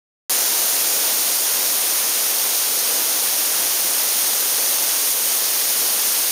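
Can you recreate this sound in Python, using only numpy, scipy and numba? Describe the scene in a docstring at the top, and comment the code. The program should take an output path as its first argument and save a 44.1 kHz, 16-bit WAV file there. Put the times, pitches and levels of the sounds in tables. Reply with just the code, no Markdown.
"""A bright, steady hiss cuts in as a handheld microphone is switched on, a few metres from pressurised
water fanning out of a split pipe flange in a bare utility room. The sheet hisses as it tears into drops.
The drops patter on walls and floor; the bulk of the water lands with a low wash that rings the room.
Twice a thicker gout lands with a faint hollow splash."""
import sys
import numpy as np
from scipy import signal
from scipy.fft import rfft, irfft
from scipy.io import wavfile
from numba import njit

SR = 44100
rng = np.random.default_rng(int(sys.argv[2]) if len(sys.argv) > 2 else 0)


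def generate_wav(signal):
    """Clip the signal to [-1, 1] and save it as 16-bit WAV at the path in sys.argv[1]."""
    frames = np.transpose(np.atleast_2d(signal))
    scaled = np.clip(frames, -1, 1) * 32767
    pcm = np.round(scaled).astype(np.int16)
    wavfile.write(sys.argv[1], SR, pcm)


N = 278271
TIME_S = np.arange(N) / SR
FREQ_HZ = np.maximum(np.arange(N // 2 + 1) * SR / N, 1)
MIC_ON_S, TOP_HZ = 0.296, 15600


def undb(db):
    """Decibels to gain."""
    return 10 ** (np.asarray(db) / 20)


def unit(x):
    """Scale to rms 1."""
    return x / np.std(x)


def filtered(x, response):
    """Apply a frequency response."""
    return irfft(rfft(x) * response, N)


def colour(points):
    """Response through (freq_hz, gain_db) points on a log-frequency axis."""
    freq_hz, gain_db = np.transpose(points)
    return undb(np.interp(np.log(FREQ_HZ), np.log(freq_hz), gain_db))


def resonance(centre_hz, width_hz):
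    """Response of one mode, gain 1 at its centre."""
    return 1 / (1 + 1j * (FREQ_HZ ** 2 - centre_hz ** 2) / (FREQ_HZ * width_hz))


def bump(at_s, sigma_s):
    """Gaussian swell from 0 to 1 and back."""
    return np.exp(-0.5 * ((TIME_S - at_s) / sigma_s) ** 2)


def walk(rate_hz):
    """Random drift, rms 1, mostly slower than rate_hz."""
    return unit(filtered(rng.standard_normal(N), 1 / (1 + (FREQ_HZ / rate_hz) ** 2)))


def impacts(rate_per_s, spread_db):
    """Random impulses: many small, a few large."""
    hit = rng.random(N) < rate_per_s / SR
    size = undb(spread_db * np.minimum(rng.exponential(size=N), 2 * np.pi))
    return unit(hit * size * rng.choice([-1, 1], N))


def churn(x, depth_db, rate_hz, band_count):
    """Overlapping bands swell and sink independently."""
    band_position = np.sqrt(np.minimum(FREQ_HZ / TOP_HZ, 1)) * (band_count - 1)
    spectrum = rfft(x)
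    weights = (np.maximum(1 - abs(band_position - k), 0) for k in range(band_count))
    bands = (irfft(spectrum * weight, N) for weight in weights)
    return unit(sum(band * undb(depth_db * walk(rate_hz)) for band in bands))


def room(x, t60_s, wet_db):
    """Direct sound plus wall echo; each drop lands elsewhere, so each has its own diffuse tail."""
    energy_decay = undb(-60 * TIME_S[:SR] / t60_s) ** 2
    energy = np.maximum(signal.fftconvolve(x ** 2, energy_decay)[:N], 0)
    echo = np.sqrt(energy) * rng.standard_normal(N)
    return unit(x + undb(wet_db) * unit(echo))


def jet():
    """Turbulence at the crack and fizz of the flapping sheet bursting into mist."""
    # spectrum of the tearing sheet: freq_hz, gain_db
    hiss_spectrum = [(1200, -43), (3000, -9.5), (4500, -4), (6500, 1), (7300, 0), (8400, 1.5), (9700, 1.5),
                     (11300, -2.5), (13700, -0.7), (14700, 1.5), (15200, 0), (15700, -14.5)]
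    fizz = undb(-6) * impacts(rate_per_s=5000, spread_db=2)
    turbulence = rng.standard_normal(N)
    source = churn(turbulence + fizz, depth_db=0.64, rate_hz=14, band_count=14)
    hiss = unit(filtered(source, colour(hiss_spectrum)))
    split_hz, tilt_gain = 7700, undb(0.18)
    lower = filtered(hiss, 1 / (1 + (FREQ_HZ / split_hz) ** 8))
    upper = hiss - lower
    swell = undb(0.5 * bump(at_s=4.96, sigma_s=0.062))
    hiss = lower / tilt_gain * swell * lull() + upper * tilt_gain
    flutter_db = 0.25 * walk(rate_hz=59)
    return hiss * undb(0.96 + flutter_db)


def patter():
    """Drops hit the walls and railing, each a tiny tick."""
    # spectrum of drops on hard wet surfaces: freq_hz, gain_db
    drop_spectrum = [(300, -47), (900, -3.5), (1600, -1.5), (3000, 0.5), (6000, 0), (15000, -7)]
    ticks = room(impacts(rate_per_s=3500, spread_db=2.5), t60_s=0.49, wet_db=0.5)
    ticks = churn(ticks, depth_db=0.36, rate_hz=22, band_count=12)
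    return unit(filtered(ticks, colour(drop_spectrum))) * undb(-6.5)


def wash():
    """Heavy slaps on the flooded floor, blurred by the room and its standing waves."""
    # spectrum of water pounding the floor: freq_hz, gain_db
    slap_spectrum = [(25, -52), (60, -51), (95, -34), (130, -23.5), (200, -9.5), (330, -3.5), (520, 0.5),
                     (800, -1), (1200, -5), (2000, -9), (5000, -22.5)]
    # standing waves: centre_hz, width_hz, gain_db
    room_modes = [(140, 8.5, 1), (202, 19, -7), (303.6, 7.1, -5), (472, 20, -12)]
    slaps = room(impacts(rate_per_s=1800, spread_db=2), t60_s=0.95, wet_db=1.5)
    slaps = churn(slaps, depth_db=0.34, rate_hz=6.7, band_count=20)
    standing = 1 + sum(undb(db) * resonance(hz, width_hz) for hz, width_hz, db in room_modes)
    body = filtered(slaps, colour(slap_spectrum) * standing)
    # the wash thins as the microphone leans out over the railing
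    lean_mid_s, lean_length_s, lean_db = 4.8, 0.3, -0.86
    lean = np.clip((TIME_S - lean_mid_s) / lean_length_s + 0.5, 0, 1)
    return unit(body) * undb(-14 + lean_db * lean)


def gushes():
    """Thicker gouts plunge into pooled water and swell with a hollow note."""
    # gouts landing: peak_s, sigma_s, level_db
    gouts = [(0.958, .06, -37.5), (2.963, .055, -36.5)]
    swell = sum(undb(level_db) * bump(peak_s, sigma_s) for peak_s, sigma_s, level_db in gouts)
    hollow = resonance(centre_hz=520, width_hz=210) ** 2
    splash = filtered(impacts(rate_per_s=2200, spread_db=1.5), hollow)
    return swell * unit(splash)


def lull():
    """Gain of a brief dip in the lower hiss, patter and wash."""
    return undb(-1.4 * bump(at_s=5.17, sigma_s=0.1))


def scene():
    """Hiss and landing water follow one strength, gushes on top; both channels alike."""
    # spray strength: time_s, level_db
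    strength = [(0.36, -19), (1.88, -20), (6.02, -19.5), (6.1, -19.5)]
    time_s, level_db = np.transpose(strength)
    spray_gain = undb(np.interp(TIME_S, time_s, level_db))
    hiss = jet()
    landing = (patter() + wash()) * lull()
    surge = undb(0.32 * walk(rate_hz=3.4))  # water lands unevenly
    water = (hiss + landing * surge) * spray_gain + gushes()
    return np.array([water, water])


@njit
def moving_band(x, centre_hz, width_hz):
    """State-variable band-pass with a moving centre, peak gain 1."""
    y = np.empty(len(x))
    band_state, low_state = 0., 0.
    for i in range(len(x)):
        g = np.tan(np.pi * centre_hz[i] / SR)
        damping = width_hz / centre_hz[i]
        band = (band_state + g * (x[i] - low_state)) / (1 + g * (g + damping))
        band_state = 2 * band - band_state
        low_state += 2 * g * band
        y[i] = damping * band
    return y


def record(dry):
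    """Narrow notches sit in the treble; the microphone switches on abruptly and the top is cut."""
    # narrow notches in the treble: centre_hz, width_hz
    notches = [(7860, 530), (9010, 160), (10005, 50)]
    # a broad dip slides down as the microphone swings off its first aim and settles
    swing_tau_s, dip_width_hz, dip_depth = 2.0, 850., 0.7
    swing = np.exp(-np.maximum(TIME_S - MIC_ON_S, 0) / swing_tau_s)
    dip_hz = 7364 + 350 * swing
    sound = np.array([x - dip_depth * moving_band(x, dip_hz, dip_width_hz) for x in dry])
    for centre_hz, width_hz in notches:
        sound = filtered(sound, 1 - resonance(centre_hz, width_hz))
    top_cut = signal.ellip(10, 0.2, 80, TOP_HZ, fs=SR, output="sos")
    return signal.sosfilt(top_cut, sound * (TIME_S >= MIC_ON_S))


dry = scene()
out = record(dry)
generate_wav(out)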